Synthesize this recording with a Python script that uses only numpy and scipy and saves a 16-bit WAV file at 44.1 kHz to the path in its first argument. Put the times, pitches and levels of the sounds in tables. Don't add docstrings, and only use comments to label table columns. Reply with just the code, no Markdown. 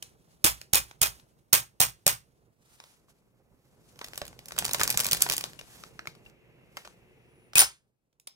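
import sys
import numpy as np
from scipy import signal
from scipy.fft import rfft, irfft
from scipy.io import wavfile
from scipy.ndimage import map_coordinates

SR = 44100
rng = np.random.default_rng(int(sys.argv[2]) if len(sys.argv) > 2 else 0)


def store_pcm(level_fs):
    pcm = np.round(np.clip(level_fs, -1, 1) * 32767).astype(np.int16)
    wavfile.write(sys.argv[1], SR, np.atleast_2d(pcm).T)


def boost_factor(decibels):
    exponent = np.asarray(decibels, float) / 20
    return 10 ** exponent


N = 368235

# (frequency [Hz], density [dB/Hz])
HUM_SPECTRUM = [(15, -50.5), (25, -11), (58, 5), (91, -3.5), (119, 6.5), (300, -6), (357, -3.5), (468, -5),
                (649, -9.5), (1350, -18), (2500, -32), (3250, -47.5), (5500, -120)]
# (frequency [Hz], density [dB/Hz])
HISS_SPECTRUM = [(880, -36.5), (1600, -13), (2100, -8), (2680, -8), (3120, -16.5), (4340, -28),
                 (9410, -29.5), (15100, -25.5), (16500, -40)]
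# (time [s], level [dB])
MACHINE_LEVEL = [(0, -92.5), (2.3, -88.5), (3.4, -85), (6.5, -67.5), (7.55, -69.5), (7.75, -100),
                 (8.35, -100)]
# (time [s], level [dB])
FAN_LEVEL = [(5.4, -100), (5.75, -65), (6.4, -67), (7.5, -68), (7.6, -100)]
# (frequency [Hz], width [Hz], level [dB])
FAN_PEAKS = [(365, 30, 0), (450, 30, 2), (2100, 110, -11), (2450, 130, -20), (2730, 30, -16)]
# (time [s], pitch [Hz], level [dB])
BEARING_WHINE = [(5.6, 2750, -100), (5.8, 2745, -77), (6.6, 2725, -77), (7.0, 2670, -81), (7.5, 2650, -86),
                 (7.6, 2650, -110)]
# (time [s], pitch [Hz], level [dB])
SPRING_SQUEAK = [(7.24, 8700, -110), (7.27, 9200, -86), (7.31, 10050, -78), (7.44, 10200, -74),
                 (7.5, 8900, -77.5), (7.53, 8500, -110)]

# (frequency [Hz], density [dB/Hz])
CLOTH_SPECTRUM = [(410, -27.5), (700, -4.5), (974, -2.5), (1810, -4), (2100, -5), (9000, -5), (12700, -7),
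                  (15700, -13), (16500, -34.5)]
# (time [s], rustle level [dB])
MOTION = [(0, -71), (1.2, -71), (1.46, -79), (3.41, -79.5), (3.79, -72.5), (4.1, -61), (4.45, -64),
          (4.6, -49), (4.85, -46), (5.25, -46), (5.56, -63.5), (6.29, -71), (6.4, -100), (6.65, -80),
          (7.1, -78.5), (7.8, -85.5), (8.0, -95), (8.35, -90)]
# (time [s], peak level [dB], half length [s])
SWISHES = [(0.073, -63, 0.034), (0.318, -71, 0.029), (0.593, -57.5, .04), (0.896, -58, 0.021),
           (1.174, -59, 0.038), (1.391, -76, 0.021), (2.05, -74, .25), (2.626, -73, 0.0083),
           (2.729, -62, 0.066), (2.885, -63, 0.094), (3.1, -66, 0.019), (3.18, -75, 0.025),
           (3.9, -68.5, 0.051), (4.036, -71, .03), (4.162, -63, 0.026), (4.59, -59, 0.01),
           (5.212, -42, 0.011), (5.456, -58, 0.077), (5.748, -55, 0.12), (6.082, -67.5, 0.024),
           (6.79, -62, 0.05), (6.868, -65.5, 0.075)]

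# (time [s], deep boom [dB], upper boom [dB])
THUMPS = [(0.443, -29, -40), (0.732, -31, -39.5), (1.016, -32.5, -40.5), (1.528, -41, -32.5),
          (1.803, -36, -32.5), (2.063, -39.5, -32), (4.218, -41, -59), (4.729, -48.5, -61.5),
          (4.809, -37, -57), (4.964, -39, -69.5), (5.127, -41.5, -39), (5.3, -47, -42), (6.077, -74.5, -48),
          (7.556, -37, -39.5), (7.593, -46, -54)]
# (time [s], small parts [dB], stock knock [dB], decay [ms])
TICKS = [(0.0248, -32.5, -46, 3.5), (0.6144, -38, -41.5, 1.8), (0.9111, -50, -43, 2.5),
         (1.198, -57, -55.5, 1.9), (2.8009, -52, -38.5, 1.8), (2.8384, -53, -47.5, 2.4),
         (5.5329, -47.5, -42, .9), (5.591, -45, -48, 4.4), (5.6112, -49, -42.5, 2.3),
         (5.8366, -51, -37, 2.1), (5.9917, -54.5, -33, 2.3), (6.0555, -73, -38, 2.2),
         (6.0722, -40, -34, 2.2), (6.15, -61, -56, 3.8), (6.252, -62, -64.5, 3), (6.2659, -69.5, -61, 5.8),
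         (6.297, -62.5, -62.5, 3.1), (6.7696, -38, -33, 1.36), (6.774, -55, -30, 1.4),
         (6.8476, -58, -46.5, 9.9), (6.8749, -50.5, -37, 0.85), (7.5332, -50.5, -37.5, 2.2),
         (8.1278, -78, -78, 3.1), (8.1983, -51, -69, 2.1), (8.2727, -39, -46, 2.9)]
# (time [s], small parts [dB], stock knock
# [dB], decay [ms])
STIR = [(3.9904, -43, -42, 1.9), (4.0126, -51.5, -32, 4.1), (4.0432, -36.5, -40, 3.8),
        (4.062, -45.5, -56, 2.5), (4.0835, -42, -50, 2.4), (4.1337, -44, -35.5, 1.74),
        (4.1767, -26.5, -36.5, 2), (4.216, -42.5, -25.5, 2.5), (4.2657, -40, -49, 1.5),
        (4.157, -38, -54, 2), (4.145, -52, -45, 2), (4.252, -41, -50, 2.5), (4.328, -64, -47, 3),
        (4.073, -48, -50, 2), (3.958, -62, -52, 2), (4.279, -37, -44.5, 1.7), (4.3903, -46, -42, 2.3),
        (4.4572, -36.5, -51, 1.6), (4.4834, -36, -53.5, 3.5), (4.508, -58, -36, 1.2),
        (4.5202, -38, -34.5, 2.2), (4.563, -46, -42, 3.9), (4.6232, -47.5, -24.5, 1.8),
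        (4.9411, -38, -34, 6.23), (5.168, -31, -39, 5), (5.3114, -28, -28, 2.3), (5.4085, -30.5, -36, 3),
        (4.7101, -32, -36, 4.2)]
# (time [s], small parts [dB], stock knock [dB], decay [ms])
RATTLE = [(4.587, -16, -31, 2.7), (4.6456, -23.5, -32, 1.1), (4.6506, -21, -29.5, 3),
          (4.7333, -12.5, -50, 1.5), (4.7445, -25, -23, 4), (4.7953, -30.5, -28, 4.7),
          (4.8032, -25, -33, 3.8), (4.8126, -24.5, -16.5, 2.4), (4.8332, -12, -34, 1.9),
          (4.8761, -19.5, -27, 2.1), (4.9016, -15, -40, 3.2), (4.9735, -10, -28.5, 1.6),
          (4.9928, -24.5, -28, 2.3), (5.0013, -14, -30, 2), (5.0345, -28, -38, 2.5), (5.044, -22, -40, 4),
          (5.0065, -20, -34, 2.5), (5.2063, -30, -40, 2), (5.2175, -22, -40, 1.5), (5.289, -34, -36, 2.5),
          (5.3275, -22, -34, 2.5), (4.579, -34, -32, 4), (4.5925, -31, -30, 2), (4.6625, -27, -36, 2),
          (4.679, -31, -36, 3), (4.692, -34, -33, 2.5), (4.784, -33, -42, 2), (4.909, -27, -34, 3),
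          (4.925, -28, -38, 2.5), (4.84, -26, -34, 3), (5.054, -28, -29, 3.9), (5.0659, -14.5, -40.5, 1.4),
          (5.0865, -30, -32, 2.6), (5.1124, -13.5, -35, 1.5), (5.12, -16, -23.5, 1.1),
          (5.1309, -10, -24.5, 1.8), (5.1475, -26.5, -27.5, 1.3), (5.2204, -7.5, -42, 2.6),
          (5.2627, -48.5, -27, 5.1), (5.2985, -16, -24.5, 1.5), (5.3216, -15.5, -33.5, 1.1),
          (5.3346, -25.5, -36, 4.4), (5.3661, -20.5, -50, 1.4), (5.3796, -20, -35, 1.9),
          (5.4402, -21, -15, 0.23)]
# (time [s], peak level [dB], frequency [Hz])
CHINKS = [(0.0243, -24, 3070), (0.614, -28, 4810), (2.8005, -36, 3890), (2.8379, -39, 3490),
          (4.0123, -32, 2830), (4.0427, -30, 4520), (4.0831, -37, 4170), (4.1565, -28, 2710),
          (4.1764, -20, 9590), (4.2153, -27, 3960), (4.2792, -30, 6720), (4.3899, -34, 2690),
          (4.4568, -30, 14000), (4.4832, -32, 7440), (4.5201, -29, 2530), (4.587, -10, 7480),
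          (4.6503, -12, 5160), (4.6624, -26, 5280), (4.7102, -13, 3930), (4.7331, -9, 11700),
          (4.7454, -19, 5180), (4.8034, -16, 5520), (4.8334, -5, 6930), (4.8763, -16, 14000),
          (4.9023, -10, 11500), (4.9731, -7, 7800), (4.9924, -14, 5800), (5.001, -12, 9060),
          (5.0444, -18, 9640), (5.0654, -13, 6960), (5.0848, -18, 7900), (5.1118, -19, 3610),
          (5.1118, -11, 5870), (5.1302, -6, 6030), (5.1474, -18, 2590), (5.1696, -23, 5610),
          (5.2061, -10, 9240), (5.221, -4, 7250), (5.2974, -14, 6040), (5.3213, -12, 5880),
          (5.3657, -17, 9670), (5.3797, -18, 11600), (5.4081, -22, 5350), (5.4385, -18, 3640),
          (7.5822, -2, 9550), (7.6064, -6, 9530)]
# (time [s], frequency [Hz], level [dB], T60 [s])
RINGING_PARTS = [(0.445, 320, -30.5, 0.089), (0.734, 320, -34.5, 0.067), (0.76, 2458, -26, 0.11),
                 (1.016, 330, -39.5, 0.094), (1.034, 2460, -28.5, 0.12), (1.804, 740, -24, 0.079),
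                 (2.066, 580, -24.5, 0.065), (3.084, 1103, -52, .012), (4.811, 1250, -16.5, 0.031),
                 (5.837, 1266, -36, 0.019), (5.59, 2830, -35, .04), (5.992, 1300, -36, 0.02),
                 (5.992, 2150, -36, .02), (6.072, 1324, -35, 0.031), (6.771, 1320, -32, 0.028),
                 (6.072, 2200, -26.5, 0.021), (6.262, 2750, -45, 0.054), (6.77, 2120, -31.5, 0.04),
                 (7.555, 2480, -18, .09), (7.566, 2620, -18, .06), (0.757, 9100, -23, .06),
                 (0.754, 13500, -14, .02), (0.775, 2330, -30, .07), (0.446, 1150, -24, .04),
                 (1.53, 4300, -18, .03), (4.014, 1300, -42, .05), (4.222, 600, -36, .05),
                 (7.635, 5200, -26, .1), (8.273, 5240, -50, .2), (7.5925, 9490, -9, 0.11),
                 (7.5923, 11240, -13, 0.1), (7.6, 5150, -18, .06), (7.619, 780, -21, 0.047),
                 (8.271, 9070, -31, 0.04)]
# (time [s], level [dB])
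BOLT_SLIDE = [
    (7.553, -48.5),
    (7.557, -29.5),
    (7.575, -29),
    (7.59, -30),
    (7.6, -25.5),
    (7.63, -33),
    (7.66, -61),
]
# (time [s], small parts [dB], stock knock [dB], decay [ms])
RELEASE = [
    (7.5549, -9, -28, 1.7),
    (7.5673, -21, -36, 6.3),
    (7.5771, -11, -31, 1.8),
    (7.5812, -6, -28, 2.2),
    (7.592, -3, -25, 1.6),
    (7.6007, -14, -34.5, 2.9),
    (7.6074, -11.5, -31.5, 3.2),
    (7.6183, -13.5, -30.5, 1.9),
    (7.6234, -25, -32.5, 4.2),
    (7.6325, -20.5, -35, 2.2),
]
# (time [s], blow [dB], first touch [dB], stock knock [dB])
SLAMS = [
    (0.4447, -8, -12, -21),
    (0.7336, -9, -21, -24),
    (1.0155, -9, -28, -27),
    (1.5299, -4, -17, -21),
    (1.8028, -8, -16.5, -28),
    (2.0651, -8.5, -25.5, -22),
]
# (time [s], level [dB])
REBOUNDS = [(0.4537, -11), (0.4632, -11), (0.7448, -11), (0.7548, -7), (1.0268, -12), (1.0316, -10),
            (1.539, -8), (1.5507, -21), (1.814, -7), (1.8233, -19.5), (2.0773, -8), (2.094, -22.5)]
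# (frequency [Hz], density [dB/Hz])
STEEL_SPECTRUM = [(180, -45.5), (300, -16), (780, -5.5), (938, -1.5), (3970, -5.5), (5930, -5), (9330, -3),
                  (10300, -6.5), (15200, -1.5), (16500, -28.5)]
# (frequency [Hz], level [dB])
RECEIVER_MODES = [(2466, -9), (4032, -6), (5329, -8), (6487, -6), (7510, -5), (7940, -6), (8511, -5),
                  (9060, -2), (9302, -3), (9857, -8), (10930, -8), (11530, -6), (13200, -4), (13600, -2)]

# (frequency [Hz], T60 [s])
ROOM_T60 = [(100, .35), (500, 0.18), (2000, 0.23), (8000, 0.2), (16000, 0.12)]
# (time [s], lag [ms], level [dB])
LEFT_LAG = [(0, .28, -1), (2.2, .33, -1.5), (3.0, .15, -1), (4.2, .15, 0), (6.5, .15, 0), (7.0, 0.157, 1),
            (7.5, .19, 1), (7.8, .19, -.5), (8.35, .3, 0)]
# (frequency [Hz], gain [dB])
LEFT_PORT = [(30, -7.5), (120, -2.5), (300, 0.5), (1300, -1.5), (2500, 0.5), (10500, 1), (13000, -9.5)]
# (frequency [Hz], gain [dB])
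MICROPHONE = [(20, -0.5), (9000, -2), (13500, -2), (15800, 0), (16050, -14), (17000, -33.5)]

MACHINE_HUM_DB, ROOM_HUM_DB, ROOM_HUM_UNTIL_S = 6.5, -76, 6.4
HANDLING_DB, HANDLING_PER_MOTION_DB = -13, 0.72
AIR_DB, AIR_RE_MOTION_DB = -81, -5
RISE_RATE, FALL_RATE = 2.5, 1.6
SHAKE_FROM_S, SHAKE_TO_S = 4.8, 5.42
LOOSE_DB, LOOSE_STOCK_DB, LOOSE_SPREAD_DB, LOOSE_MS = -37, -37, 3, 2.5
CHINK_DB, CHINK_T60_S = -13, .016
TOUCH_BEFORE_MS, TOUCH_MS, BLOW_MS, REBOUND_MS = 3, 2.4, 2.6, 1.6
TOUCH_STOCK_DB, REBOUND_STOCK_DB, CHATTER_STOCK_DB = -9, -18.5, -9
CHATTER_DB, CHATTER_LOSS_DB = -13.5, 2.4
CHATTER_AFTER_MS, CHATTER_GAP_MS, CHATTER_MS = 13, 5.5, 2.1
RECEIVER_WIDTH_HZ, RECEIVER_DB = 70, 1


def rms_one(x):
    return x / np.sqrt(np.mean(x ** 2) + 1e-20)


def in_time(rows):
    s, *columns = np.transpose(rows)
    return [np.interp(np.arange(N) / SR, s, c) for c in columns]


def at_hz(points, hz):
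    table_hz, values = np.array(points).T
    return np.interp(np.log(hz), np.log(table_hz), values)


def colour(x, spectrum):
    hz = np.linspace(0, SR / 2, 2049)
    gain = boost_factor(at_hz(spectrum, np.maximum(hz, 1)))
    cepstrum = irfft(np.log(gain + 1e-5))
    cepstrum[1:2048] *= 2
    cepstrum[2049:] = 0
    return signal.oaconvolve(x, irfft(np.exp(rfft(cepstrum))))[:N]


def noise(spectrum):
    return rms_one(colour(rng.standard_normal(N), spectrum))


def band(x, low_hz, high_hz):
    sos = signal.butter(2, [low_hz, high_hz], "band", fs=SR, output="sos")
    return signal.sosfilt(sos, x) * np.sqrt(SR / 2 / (high_hz - low_hz))


def resonance(x, hz, width_hz):
    r = np.exp(-np.pi * width_hz / SR)
    poles = [1, -2 * r * np.cos(2 * np.pi * hz / SR), r * r]
    return signal.lfilter([(1 - r * r) / 2, 0, (r * r - 1) / 2], poles, x)


def drift(rate_hz):
    r = np.exp(-80 * np.pi * rate_hz / SR)
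    slow = signal.lfilter([1], [1, -2 * r, r * r], rng.standard_normal(N // 40 + 2002))[2000:]
    return np.interp(np.arange(N) / 40, np.arange(len(slow)), rms_one(slow))


def wavering_sine(hz, level_db):
    return np.sqrt(2) * boost_factor(level_db) * np.sin(2 * np.pi * np.cumsum(hz) / SR)


def hum(motion_db, machine_db):
    handling = boost_factor(HANDLING_DB + HANDLING_PER_MOTION_DB * motion_db)
    room_hum = boost_factor(ROOM_HUM_DB) * (np.arange(N) < ROOM_HUM_UNTIL_S * SR)
    level = np.hypot(handling + room_hum, boost_factor(machine_db + MACHINE_HUM_DB))
    return level * boost_factor(2.5 * drift(36)) * noise(HUM_SPECTRUM)


def hiss(motion_db, machine_db):
    top = rms_one(band(rng.standard_normal(N), 10500, 16000))
    air_db = np.minimum(AIR_DB, motion_db + AIR_RE_MOTION_DB)
    return boost_factor(machine_db) * noise(HISS_SPECTRUM) + boost_factor(air_db) * top


def fan():
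    air = rng.standard_normal(N)
    level_db, = in_time(FAN_LEVEL)
    peaks = sum(boost_factor(db) * rms_one(resonance(air, hz, width_hz)) for hz, width_hz, db in FAN_PEAKS)
    return boost_factor(level_db) * rms_one(peaks)


def rustle(motion_db):
    t = np.arange(0, N, 32) / SR
    brushes = sum(boost_factor(db) * np.exp(-((t - s) / half_s) ** 2) for s, db, half_s in SWISHES)
    level = boost_factor(motion_db) + np.interp(np.arange(N) / SR, t, brushes)
    return level * boost_factor(2.5 * drift(25)) * noise(CLOTH_SPECTRUM)


def background():
    motion_db, machine_db = in_time(MOTION) + in_time(MACHINE_LEVEL)
    return hum(motion_db, machine_db) + rustle(motion_db) + hiss(motion_db, machine_db) + fan()


def whine():
    hz, db = in_time(BEARING_WHINE)
    return wavering_sine(hz + 8 * drift(15), db + 3 * drift(8))


def squeak():
    hz, db = in_time(SPRING_SQUEAK)
    return wavering_sine(hz, db + 2.5 * drift(30))


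def thumps():
    deep, upper = np.full((2, N), 1e-18)
    for s, deep_db, upper_db in THUMPS:
        at = round(s * SR)
        deep[at] = boost_factor(deep_db + 54)
        upper[at] = boost_factor(upper_db + 54)
    soft = signal.butter(2, 190, fs=SR)
    return signal.lfilter(*soft, resonance(deep, 52, 35) + resonance(upper, 120, 50))


def contacts(rows, walls_db, shiver_db, shiver_s):
    trains, force = np.full((3, N + 2048), 1e-18), np.zeros(N + 2048)
    t = np.arange(2048) / SR
    for (s, parts_db, stock_db, ms), grit in zip(rows, rng.standard_normal((len(rows), 3, 2048))):
        age = 1000 * t / max(ms, .3)
        shape = (1 - np.exp(-RISE_RATE * age)) * np.exp(-FALL_RATE * age) * 2.3
        at = round(s * SR)
        levels_db = [parts_db, (parts_db + stock_db) / 2 + walls_db, stock_db]
        trains[:, at:at + 2048] += boost_factor(np.array(levels_db) + 3)[:, None] * grit * shape
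        force[at:at + 2048] += (boost_factor(max(levels_db[:2])) * shape) ** 2
    parts, walls, stock = trains[:, :N]
    keep = np.exp(-2 * np.log(1000) / (shiver_s * SR))
    energy = signal.lfilter([1 - keep], [1, -keep], force[:N] + 1e-18)
    energy = signal.lfilter([.004], [1, -.996], energy)
    shiver = np.sqrt(energy) * boost_factor(shiver_db + 2.5 * drift(140)) * noise(STEEL_SPECTRUM)
    knock = band(stock, 400, 2000)
    knock = knock + boost_factor(-2.5) * resonance(stock, 840, 220) - boost_factor(-7) * resonance(stock, 1900, 340)
    clank = band(walls, 2300, 6000) + boost_factor(-4.0) * resonance(walls, 2500, 400)
    return band(parts, 5800, 16000) + clank + boost_factor(-1.5) * knock + shiver


def loose_rows(count=12):
    when = rng.random(count)
    parts, stock = rng.normal(0, LOOSE_SPREAD_DB, (2, count))
    times_s = SHAKE_FROM_S + (SHAKE_TO_S - SHAKE_FROM_S) * when
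    return [(s, LOOSE_DB + p, LOOSE_STOCK_DB + q, LOOSE_MS) for s, p, q in zip(times_s, parts, stock)]


def rings():
    out, t = np.zeros(N + SR // 2), np.arange(SR // 5) / SR
    parts = RINGING_PARTS + [(s, hz, db + CHINK_DB, CHINK_T60_S) for s, db, hz in CHINKS]
    for (s, hz, db, t60_s), phase in zip(parts, rng.random(len(parts))):
        pair = np.sin(2 * np.pi * hz * t) + .4 * np.sin(2 * np.pi * (hz * 1.012 * t + phase))
        out[round(s * SR):][:len(t)] += boost_factor(db - 60 * t / t60_s) * pair
    return out[:N] * boost_factor(4 * drift(130) - 1)


def release():
    level_db, = in_time(BOLT_SLIDE)
    sliding = level_db > BOLT_SLIDE[0][1]
    scrape = boost_factor(level_db + 3 + 4.5 * drift(150)) * noise(STEEL_SPECTRUM) * sliding
    return contacts(RELEASE, walls_db=0.45, shiver_db=-5.5, shiver_s=0.078) + scrape


def slam_rows():
    rows = [(s, db, db + REBOUND_STOCK_DB, REBOUND_MS) for s, db in REBOUNDS]
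    for (s, db, touch_db, stock_db), chance in zip(SLAMS, rng.uniform(-1, 1, (len(SLAMS), 4, 2))):
        rows.append((s - TOUCH_BEFORE_MS / 1000, touch_db, touch_db + TOUCH_STOCK_DB, TOUCH_MS))
        rows.append((s, db, stock_db, BLOW_MS))
        for k, (late, loud) in enumerate(chance):
            after_ms = CHATTER_AFTER_MS + CHATTER_GAP_MS * (k + late / 4)
            level_db = db + CHATTER_DB - CHATTER_LOSS_DB * k + 2 * loud
            rows.append((s + after_ms / 1000, level_db, level_db + CHATTER_STOCK_DB, CHATTER_MS))
    return rows


def receiver(x):
    modes = sum(boost_factor(db) * (-1) ** k * resonance(x + 1e-18, hz, RECEIVER_WIDTH_HZ)
                for k, (hz, db) in enumerate(RECEIVER_MODES))
    return x + boost_factor(RECEIVER_DB) * modes


def rifle(slam, loose):
    slams = contacts(slam, walls_db=-3.15, shiver_db=0.4, shiver_s=0.15)
    home, ringing = release(), rings()
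    close = contacts(STIR + RATTLE + loose, walls_db=1.2, shiver_db=-9.5, shiver_s=0.029)
    close = close + contacts(TICKS, walls_db=4, shiver_db=-12, shiver_s=0.044)
    to_room = boost_factor(-15.5) * slams + boost_factor(-10.5) * home + boost_factor(-11) * close + boost_factor(-24) * ringing
    return receiver(slams + home + close) + ringing + room(to_room)


def room(x):
    t, tail = np.arange(SR // 2) / SR, 0
    for low_hz in 40 * 2. ** np.arange(9):
        octave = signal.butter(2, [low_hz, min(2 * low_hz, .45 * SR)], "band", fs=SR, output="sos")
        decay = boost_factor(-60 * t / at_hz(ROOM_T60, 1.4 * low_hz))
        tail = tail + signal.sosfilt(octave, rng.standard_normal(len(t))) * decay
    tail = tail * np.clip((t - .002) / 0.0033, 0, 1)
    return signal.fftconvolve(x, tail / np.linalg.norm(tail))[:N]


def ports(shared, other):
    lag_ms, level_db = in_time(LEFT_LAG)
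    alike = .5
    bass = signal.lfilter(*signal.butter(1, 1200, fs=SR), shared - other)
    left = alike * shared + np.sqrt(1 - alike ** 2) * (other + .1 * bass)
    late = map_coordinates(left, [np.arange(N) - lag_ms * SR / 1000], order=3, mode="nearest")
    return np.array([boost_factor(level_db) * colour(late, LEFT_PORT), shared])


def scene():
    boom, slam, loose = thumps(), slam_rows(), loose_rows()
    right = background() + whine() + squeak() + rifle(slam, loose)
    right = right + boom + boost_factor(-8.0) * room(boom)
    other = background() + rifle(slam, loose) - boost_factor(-12) * boom + boost_factor(-6) * room(boom)
    return ports(right, other)


def roll_off(x):
    return signal.sosfilt(signal.butter(12, 16800, fs=SR, output="sos"), x)


def record(dry):
    x = np.array([colour(port, MICROPHONE) for port in dry])
    return roll_off(np.clip(x, -1, 1))


dry = scene()
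out = record(dry)
store_pcm(out)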